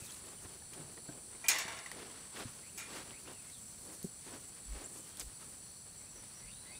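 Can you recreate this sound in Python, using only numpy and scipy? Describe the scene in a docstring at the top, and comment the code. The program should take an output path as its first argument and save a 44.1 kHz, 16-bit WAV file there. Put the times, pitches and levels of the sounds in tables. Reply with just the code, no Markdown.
"""Pigs snuffle and root in dry straw behind a chain-link fence on a summer day, before a single microphone.
From the start noise breaths swell through snout resonances, straw grains crackle, stalks snap as short rings
and hooves thud low; noise-band choruses and pulsed crickets chirr without pause, gliding tones whistle far off.
From 1.4 to 1.9 s, and once more at 2.8 s, a pig knocks the fence: decaying modes clang and wires jangle.
A heavier thud falls at 4 s, low puffs of air bump the microphone from 4.7 s, and birds gather after 6 s."""
import sys
import numpy as np
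from scipy import signal
from scipy.fft import rfft, irfft
from scipy.io import wavfile

SR = 44100
rng = np.random.default_rng(int(sys.argv[2]) if len(sys.argv) > 2 else 0)


def volts_from_decibels(level):
    """Turn decibel levels (scalar or array-like) into linear amplitude factors."""
    exponent = np.asarray(level, float) / 20
    return 10 ** exponent


def file_out(sig):
    """Save sig as 16-bit WAV at sys.argv[1]."""
    # one column per channel
    cols = np.atleast_2d(sig).T
    # limit, then scale
    lim = np.clip(cols, -1, 1)
    pcm = np.round(lim * 32767).astype(np.int16)
    wavfile.write(sys.argv[1], SR, pcm)


N = 299575


def rms_one(x):
    """Scales a signal to rms 1."""
    return x / np.sqrt(np.mean(x ** 2) + 1e-20)


def in_time(rows):
    """Reads the columns of a table, whose first is seconds, at every sample."""
    s, *columns = np.transpose(rows)
    return [np.interp(np.arange(N) / SR, s, column) for column in columns]


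def at_hz(points, hz):
    """Reads a table of (Hz, value) along log frequency."""
    table_hz, values = np.transpose(points)
    return np.interp(np.log(hz), np.log(table_hz), values)


def drift(rate_hz):
    """Random wander of rms 1: noise through a double-pole low-pass, drawn at every 40th sample."""
    r = np.exp(-2 * np.pi * rate_hz * 40 / SR)
    noise = rng.standard_normal(N // 40 + 2002)
    slow = signal.lfilter([1], [1, -2 * r, r * r], noise)[2000:]   # the filter has settled by then
    return np.interp(np.arange(N) / 40, np.arange(len(slow)), rms_one(slow))


def band(x, low_hz, high_hz):
    """Passes one band of frequencies."""
    edges_hz = [low_hz, min(high_hz, .45 * SR)]
    return signal.sosfilt(signal.butter(2, edges_hz, "band", fs=SR, output="sos"), x)


def resonate(x, hz, width_hz):
    """Two-pole resonance with gain 1 at the centre."""
    r = np.exp(-np.pi * width_hz / SR)
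    feedback = [1, -2 * r * np.cos(2 * np.pi * hz / SR), r * r]
    return signal.lfilter(np.array([1, 0, -1]) * (1 - r * r) / 2, feedback, x)


def ring(clicks, hz, t60_s):
    """A unit click sets a decaying sine of starting height 1 ringing."""
    r, w = volts_from_decibels(-60 / (t60_s * SR)), 2 * np.pi * hz / SR
    return signal.lfilter([0, np.sin(w)], [1, -2 * r * np.cos(w), r * r], clicks + 1e-18)


def coloured(x, spectrum):
    """Imposes a smooth spectrum on a steady texture; rms 1."""
    hz = np.maximum(np.arange(N // 2 + 1) * SR / N, 1)
    return rms_one(irfft(rfft(x) * volts_from_decibels(at_hz(spectrum, hz)), N))


def grains(per_s, spread_db):
    """Random clicks of uneven size and either sign."""
    sizes = volts_from_decibels(spread_db * np.minimum(rng.exponential(1, N), 5)) * rng.choice([-1, 1], N)
    return sizes * (rng.random(N) < per_s / SR)


def swells(rows, edge):
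    """Each row swells to its peak and fades; powers add, giving one gain curve per dB column."""
    t, power = np.arange(N) / SR, 0
    for s, rise_s, fall_s, *db in rows:
        away = np.where(t < s, (s - t) / max(rise_s, .003), (t - s) / max(fall_s, .003))
        # a higher edge gives a flatter top and more sudden ends
        power = power + np.outer(volts_from_decibels(np.array(db)) ** 2, np.exp(-2 * away ** edge))
    return np.sqrt(power)


def rooting():
    """Turbulent breath through snout and nostrils, fluttering; straw crackles under the push."""
    # Sniffs and snorts. Each row: peak in seconds, rise in s, fall in s,
    # low snuffle in dB, nostril hiss in dB, both before the flutter.
    sniffs = [(0.0, .05, 0.07, -60.5, -67), (.31, 0.11, 0.048, -59.5, -65), (.44, 0.018, 0.034, -55.5, -66),
              (.52, 0.052, 0.062, -61, -64), (.75, 0.031, 0.13, -55.5, -65), (.9, .04, .06, -60.5, -68),
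              (.98, 0.0096, 0.02, -56.5, -73), (1.095, 0.048, 0.065, -57, -66),
              (1.186, 0.024, .015, -58.5, -78), (1.32, 0.048, 0.099, -62, -72),
              (1.96, 0.05, 0.16, -54, -58), (2.16, 0.065, 0.085, -63, -61.5),
              (2.39, 0.043, 0.053, -48, -52), (2.93, 0.042, .095, -51.5, -51.5),
              (3.075, .025, 0.063, -56.5, -68), (3.3, 0.051, 0.047, -53.5, -60.5),
              (3.91, 0.096, .06, -56.5, -76), (4.32, 0.061, 0.067, -53, -60.5),
              (4.8, 0.071, 0.085, -53.5, -59.5), (4.91, 0.046, .16, -59, -68),
              (5.21, 0.032, 0.021, -57, -58.5), (5.32, 0.052, 0.022, -65, -64),
              (5.43, 0.042, 0.039, -67, -62), (5.54, 0.082, 0.022, -64, -67), (5.88, .02, 0.011, -63, -70),
              (6.18, .06, 0.04, -63.5, -70)]
    # Straw pushed aside. Each row: peak in seconds, rise in s, fall in s, level in dB before the crackle wavers.
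    rustles = [(.07, 0.16, 0.13, -57), (.29, .05, .05, -59), (.435, .035, .02, -61), (.52, .03, .07, -67),
               (.735, .02, .06, -70), (.94, .05, .03, -64), (1.09, .025, .03, -64),
               (2.39, 0.027, 0.041, -56.5), (2.785, .015, 0.028, -54), (2.94, .035, .065, -57),
               (3.22, .03, 0.038, -59), (3.33, .05, .025, -64), (3.42, .03, 0.026, -68),
               (3.95, 0.15, .05, -61), (4.05, 0.022, 0.043, -59), (4.32, .14, 0.23, -62),
               (4.84, .08, 0.11, -62), (5.07, 0.15, 0.042, -58.5), (5.21, 0.017, 0.044, -52)]
    # Quiet snuffling of the whole herd between sniffs. Each row: time in seconds,
    # low snuffle in dB, nostril hiss in dB, straw in dB, all before they waver.
    herd = [(0, -66, -62, -64), (.6, -66.5, -70, -82), (1.2, -66, -76, -76), (1.43, -67, -63, -67),
            (1.5, -73, -80, -85), (1.88, -70, -59, -82), (2.25, -66, -65.5, -80), (2.5, -67, -60, -70),
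            (2.72, -67, -73.5, -63), (2.85, -64, -67, -80), (3.2, -66, -63.5, -74), (3.6, -73, -69, -64),
            (4.1, -70, -69.5, -70), (4.55, -69, -65.5, -73), (5.4, -73, -69.5, -63), (5.8, -73, -76.5, -80),
            (6.5, -72.5, -67, -80), (6.79, -69, -72, -83)]
    # Low resonances of the snout. Each row: centre in Hz, width in Hz, relative level in dB.
    snout = [(324, 215, 9.5), (710, 620, -5.5)]
    # Broad resonances of the nostrils. Each row: centre in Hz, width in Hz, relative level in dB.
    nostril = [(930, 450, -1.5), (1630, 1590, 0.5), (2700, 2520, 1), (4500, 4070, -4.5)]
    # Spectrum of the straw. Each row: frequency in Hz, relative density in dB per Hz.
    straw_spectrum = [(2500, -25.5), (5000, -8), (8000, 0.5), (12000, -8), (16000, -10)]
    usual_sniff_db, opening_db_per_db, herd_waver_db = -52, 1, 2.5

    herd_gains = [volts_from_decibels(db + herd_waver_db * drift(4.1)) for db in in_time(herd)]
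    event_gains = np.vstack([swells(sniffs, edge=2.6), swells(rustles, edge=2.5)])
    low_gain, hiss_gain, straw_gain = np.hypot(herd_gains, event_gains)

    low_breath, nostril_breath = rng.standard_normal((2, N))
    lower, upper = [volts_from_decibels(db) * resonate(low_breath, hz, width) for hz, width, db in snout]
    # harder blowing lifts the upper snout resonance
    opening = (low_gain / volts_from_decibels(usual_sniff_db)) ** opening_db_per_db
    low = (lower + opening * upper) / np.std(lower + upper)
    low = low / np.maximum(opening, 1) ** .3   # holds back part of the added loudness

    hiss = np.zeros(N)
    for k, (hz, width, db) in enumerate(nostril):
        hiss += (-1) ** k * volts_from_decibels(db) * resonate(nostril_breath, hz, width)
    breath = volts_from_decibels(1.83 * drift(28)) * (low_gain * low + hiss_gain * rms_one(hiss))

    straw = coloured(grains(per_s=12000, spread_db=2.5), straw_spectrum)
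    return breath + straw_gain * volts_from_decibels(2.7 * drift(25)) * straw


def fence(pipe_db=-24, mesh_db=-7, longest_s=0.93, spot_db=13):
    """Each blow rings the pipe modes and shakes the mesh, whose jangle dies faster in the treble."""
    # Blows and after-rattles. Each row: time in seconds, strength in dB, brightness in dB per octave,
    # ring length as a factor, frequency in Hz near which the struck spot favours the modes.
    hits = [(1.441, -36, -4.5, 1, 2380), (1.4836, -15, 4, 0.45, 2350), (1.495, -24, -1, 1, 2060),
            (1.549, -35, 0, 0.56, 1900), (1.584, -29.5, 3, 0.61, 2670), (1.68, -31.5, -3.5, 0.37, 930),
            (1.72, -38, -0.5, 0.42, 930), (1.768, -38, -2.5, 0.62, 5300), (1.861, -38, -1, 0.19, 1980),
            (2.777, -32, 0, 0.9, 2450)]
    # Ringing modes of the pipes. Each row: frequency in Hz, relative level in dB,
    # t60 in seconds before the longest-ring limit and the ring length factor.
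    modes = [(917, -8.5, 0.32), (1365, -6, 0.94), (1642, -22, 0.27), (1830, -8, 0.99), (2144, -12, 0.34),
             (2037, -8, 0.57), (1970, -0.5, 0.33), (2418, -5.5, 0.43), (2340, -8, 0.3), (2790, -3, 0.27),
             (3800, -7, 0.49), (4400, -6.5, 0.54), (4760, -15, .4), (5630, -9, .2), (5920, 1.5, 0.14),
             (6800, -11, 0.25), (6560, 3, 0.36), (7200, -9, 0.25), (7370, -7, .25), (7700, 0.5, 0.3),
             (7900, -1.5, 0.4), (8716, -5, 0.17), (8948, -19, 0.12)]
    # Spectrum of the jangling wires. Each row: frequency in Hz, relative density in dB per Hz.
    mesh = [(180, -49), (300, -18), (678, -7), (828, -7.5), (915, -4), (1280, -7), (2070, -2), (2610, -4),
            (3640, -5), (3890, -6), (6200, -2.5), (7200, -2.5), (11300, -6), (13100, -2.5), (16000, -23)]
    # Decay of the wires. Each row: frequency in Hz, t60 in seconds before the ring length factor.
    mesh_t60 = [(400, 1), (1000, 1), (2000, 0.93), (4000, 0.71), (7000, 0.37), (12000, 0.088)]

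    out, age = np.zeros(N), np.arange(SR) / SR
    edges = 300 * 2 ** np.arange(0, 6, 1 / 3)   # third-octave bands, Hz
    centres = np.sqrt(edges[1:] * edges[:-1])
    jangle = rms_one(grains(per_s=16000, spread_db=3.0))
    total = np.sqrt(np.sum(volts_from_decibels(at_hz(mesh, centres)) ** 2 * np.diff(edges)) / SR * 2)
    wires = []
    for low, high, hz in zip(edges, edges[1:], centres):
        wires.append(band(jangle, low, high) * volts_from_decibels(at_hz(mesh, hz)) / total)

    chance_db = rng.normal(0, 1.9, (len(hits), len(modes)))
    phases = rng.uniform(0, 2 * np.pi, (len(hits), len(modes)))
    rattle_db = [5.6 * drift(86) for _ in range(8)]   # loose wires damp and re-excite each mode

    for k, (s, hit_db, tilt, length, spot_hz) in enumerate(hits):
        at = int(s * SR)
        for wire, hz in zip(wires, centres):
            level = hit_db + mesh_db + tilt * np.log2(hz / 3000)
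            fade = volts_from_decibels(level - 60 * age / (at_hz(mesh_t60, hz) * length))
            onset = 1 - np.exp(-age / 0.00078)
            out[at:at + SR] += wire[at:at + SR] * fade * onset
        for j, (hz, db, t60) in enumerate(modes):
            favour_db = spot_db * np.exp(-(np.log2(hz / spot_hz) / .1) ** 2)
            level = hit_db + pipe_db + favour_db + db + chance_db[k, j] + tilt * np.log2(hz / 3000)
            shaken = rattle_db[(j + k) % len(rattle_db)][at:at + SR]
            fade = volts_from_decibels(level + shaken - 60 * age / (min(t60, longest_s) * length))
            out[at:at + SR] += fade * np.sin(2 * np.pi * hz * age + phases[k, j])
    return out


def thuds(contact_s=0.0026, grit=0.29):
    """A soft push on packed soil: a low ring that builds over the contact, with a dull crunch."""
    # Hooves and snouts on soil. Each row: start in seconds, peak in dB, pitch in Hz, t60 in seconds.
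    pushes = [(0.018, -45.5, 101, 0.052), (.45, -45, 103, 0.054), (0.791, -43, 152, 0.13),
              (.62, -51, 800, .03), (1.084, -44, 126.6, 0.18), (1.089, -41, 304, 0.057),
              (1.65, -42, 164, 0.048), (2.451, -36, 108, 0.078), (4.042, -30.5, 176.4, 0.061)]
    out, age = np.zeros(N), np.arange(SR // 4) / SR
    for s, db, hz, t60 in pushes:
        crunch = rms_one(band(rng.standard_normal(len(age)), hz * 0.66, hz * 1.5))
        tone = np.sin(2 * np.pi * hz * age) + .5 * np.sin(2 * np.pi * 2.19 * hz * age)
        build = 1 - np.exp(-(age / contact_s) ** 2)
        thud = build * volts_from_decibels(-60 * age / t60) * (tone + grit * crunch)
        at = int(s * SR)
        out[at:at + len(age)] += volts_from_decibels(db) * thud / np.abs(thud).max()
    return out


def snaps(cycles=38.0):
    """A stalk or wire ticks as a wide click with a short ring, its t60 at most the given cycles."""
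    # Stalks snapping and wires ticking. Each row: start in seconds, peak in dB, centre in Hz,
    # t60 of the click in seconds.
    ticks = [(0.02, -58, 2500, .01), (.064, -48, 4060, .01), (.108, -38, 6400, .01),
             (0.123, -42, 4040, 0.013), (.144, -44, 4270, 0.017), (.164, -42, 6400, .01),
             (.434, -45, 6500, .015), (0.733, -45, 2420, 0.083), (0.734, -40.5, 7040, .06),
             (.977, -47.5, 1880, 0.022), (1.089, -48, 1550, 0.024), (1.351, -49, 2160, 0.017),
             (1.464, -35.5, 3150, 0.012), (1.79, -36, 5460, 0.011), (1.916, -35, 1930, 0.025),
             (1.9155, -31, 8400, 0.018), (3.095, -47, 3000, 0.0095), (3.108, -35.5, 2900, 0.0021),
             (3.5, -44, 5930, 0.0089), (3.498, -52, 2000, .015), (4.029, -34.5, 11400, .01),
             (4.725, -49, 2200, 0.011), (5.1715, -35, 8900, 0.011), (5.178, -44, 12500, .01),
             (5.1972, -25.5, 8300, 0.0082), (5.2016, -29.5, 8400, 0.023), (5.207, -35, 6350, 0.04),
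             (5.2117, -35.5, 4830, 0.041), (5.2184, -42, 7500, .03), (5.43, -50, 1280, .05)]
    size = 4000
    out, age = np.zeros(N + size), np.arange(size) / SR
    for s, db, hz, t60 in ticks:
        click = band(rng.standard_normal(size) * volts_from_decibels(-60 * age / t60), hz / 2.8, hz * 1.48)
        tone = np.sin(2 * np.pi * hz * age) * volts_from_decibels(-60 * age / min(t60, cycles / hz))
        burst = click + 1.37 * tone
        at = int(s * SR)
        out[at:at + size] += volts_from_decibels(db) * burst / np.abs(burst).max()
    return out[:N]


def birds(echo_db=-9):
    """Glides through three pitches; rough calls flutter in level and pitch; trees smear them."""
    # Far whistles. Each row: start in seconds, end in seconds, start pitch in Hz, middle pitch in Hz,
    # end pitch in Hz, level in dB before tremble and flutter.
    calls = [(0, 0.064, 2770, 2520, 2400, -61), (0.063, 0.109, 3880, 3420, 3240, -56),
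             (0.369, 0.395, 3050, 3020, 3040, -62), (2.624, 2.706, 2040, 2340, 2980, -60),
             (2.71, 2.753, 2800, 2700, 2650, -67), (3.123, 3.197, 2045, 2370, 2860, -58),
             (3.255, 3.3, 2390, 2750, 3300, -63), (3.324, 3.441, 2950, 2650, 2300, -62),
             (3.42, 3.502, 2660, 2660, 2680, -68), (3.44, 3.514, 2140, 2150, 2160, -67),
             (3.493, 3.588, 4700, 3820, 3180, -61), (4.838, 4.869, 6800, 7640, 7700, -44),
             (4.987, 5.065, 3000, 3000, 3100, -66), (5.12, 5.18, 3250, 3220, 3210, -66),
             (5.995, 6.111, 2110, 2390, 2810, -69.5), (6.14, 6.22, 5900, 5900, 5900, -59.5),
             (6.31, 6.357, 4300, 4650, 5560, -61), (6.34, 6.41, 5760, 5850, 5800, -54),
             (6.41, 6.496, 2050, 2100, 2300, -62.5), (6.466, 6.543, 4500, 4620, 4670, -63),
             (6.47, 6.522, 2440, 2700, 2820, -58), (6.514, 6.56, 3570, 3740, 3880, -59.5),
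             (6.552, 6.706, 3960, 4000, 3920, -60), (6.653, 6.768, 1974, 2100, 2360, -58.5),
             (6.7, 6.755, 694, 848, 960, -64.5), (6.707, 6.772, 4400, 4700, 4700, -59),
             (6.721, 6.78, 2420, 2570, 2500, -58.5), (6.746, 6.797, 3460, 3800, 3950, -59)]
    rough_held, rough_per_octave_per_s = 0.28, 0.058   # fast glides sound rougher
    out, tremble = np.zeros(N), volts_from_decibels(1.9 * drift(37))
    flutter_in, flutter_across = drift(170), drift(180)   # in phase and a quarter turn away
    for start, end, first_hz, middle_hz, last_hz, db in calls:
        a, b = max(int(start * SR), 0), min(int(end * SR), N)
        u = np.linspace(0, 1, b - a)
        glide = abs(np.log2(last_hz / first_hz)) / (end - start)   # octaves per s
        rough = np.clip(rough_held + rough_per_octave_per_s * glide, 0, 1)
        pitch_hz = np.polyval(np.polyfit([0, .5, 1], [first_hz, middle_hz, last_hz], 2), u)
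        turn = 2 * np.pi * np.cumsum(pitch_hz) / SR
        voice = (1 - rough + rough * flutter_in[a:b]) * np.sin(turn)
        voice += rough * flutter_across[a:b] * np.cos(turn)
        out[a:b] += volts_from_decibels(db) * np.sin(np.pi * u) ** 0.19 * voice
    age = np.arange(SR // 5) / SR
    echoes = rms_one(rng.standard_normal(len(age)) * volts_from_decibels(-60 * age / 0.48)) / np.sqrt(len(age))
    return out * tremble + volts_from_decibels(echo_db) * signal.fftconvolve(out, echoes)[:N]


def insects():
    """Far choruses are steep noise bands; near crickets scrape bursts of wing strokes at a near-steady rate."""
    # Far choruses, too many voices to tell apart. Each row: centre in Hz, width in Hz,
    # level in dB before it wavers, waver in dB.
    chorus = [(4400, 460, -67, 1), (5900, 510, -68, 1), (8400, 680, -64, 3), (9240, 580, -56.5, 0.94),
              (9815, 430, -64, 0.7)]
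    # Near trilling crickets. Each row: ringing pitch in Hz, pulses per second, t60 in seconds,
    # level in dB before it wavers.
    crickets = [(7820, 42.6, 0.042, -63.5), (7700, 61.0, 0.078, -62), (7494, 90, 0.034, -66.5)]
    out = np.zeros(N)
    for hz, width, db, waver_db in chorus:
        stage_width = width * 1.27   # two stages in a row narrow the band again
        voices = resonate(resonate(rng.standard_normal(N), hz, stage_width), hz, stage_width)
        out += volts_from_decibels(db + waver_db * drift(4.0)) * rms_one(voices)
    for hz, per_s, t60, db in crickets:
        pulse_turn = np.cumsum(per_s * (1 + 0.01737 * drift(1.144))) / SR
        pulses = np.clip(np.sin(2 * np.pi * pulse_turn), 0, 1)
        tone = np.sin(2 * np.pi * np.cumsum(hz * (1 + 0.0077 * drift(16))) / SR)
        stroke = pulses * (tone + 4.4 * rng.standard_normal(N))
        out += volts_from_decibels(db + 1.6 * drift(5)) * rms_one(ring(stroke, hz, t60))
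    return out


def puffs():
    """Puffs of air bump the microphone as swells of very low noise."""
    # Each row: peak in seconds, rise in s, fall in s, level in dB.
    gusts = [(4.72, .04, 0.073, -44.5), (5.275, 0.034, 0.021, -46.5), (6.19, .07, .07, -68),
             (6.49, .08, 0.13, -65), (6.755, .06, .04, -68)]
    return swells(gusts, edge=2)[0] * rms_one(band(rng.standard_normal(N), 33.7, 52))


def open_air():
    """The open air around the microphone: steady noise, strongest in the bass, wavering a little in level."""
    # Spectrum of the air. Each row: frequency in Hz, relative density in dB per Hz.
    air_spectrum = [(15, -25), (30, -7.5), (60, -1), (110, 1.5), (220, -2.5), (330, -13), (600, -12.5),
                    (1300, -17), (3000, -19.5), (7000, -18), (11500, -24.5), (16000, -19.5)]
    return volts_from_decibels(-59 + 0.62 * drift(4.6)) * coloured(rng.standard_normal(N), air_spectrum)


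def amplifier_hiss():
    """Each channel's amplifier adds a faint hiss of its own."""
    # Spectrum of the hiss. Each row: frequency in Hz, relative density in dB per Hz.
    hiss_spectrum = [(60, -22), (200, -11), (500, -4.5), (1000, -9.5), (3000, -9.5), (8000, -23.5),
                     (12500, -10.5), (16000, -10.5)]
    return volts_from_decibels(-80) * np.array([coloured(noise, hiss_spectrum) for noise in rng.standard_normal((2, N))])


def scene():
    """Everything reaches one microphone, which feeds both channels alike."""
    mix = rooting() + fence() + thuds() + snaps() + birds() + insects() + puffs() + open_air()
    return np.array([mix, mix])


def band_limit(x):
    """A steep low-pass at the top of the band."""
    return signal.sosfilt(signal.butter(12, 16520, fs=SR, output="sos"), x)


def record(dry):
    """Amplifier hiss joins the microphone signal and a steep low-pass cuts the top."""
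    low_pass = signal.cheby2(16, 45, 15950, fs=SR, output="sos")   # order, dB down, from this Hz up
    mix = signal.sosfilt(low_pass, dry + amplifier_hiss())
    return band_limit(mix)


dry = scene()
out = record(dry)
file_out(out)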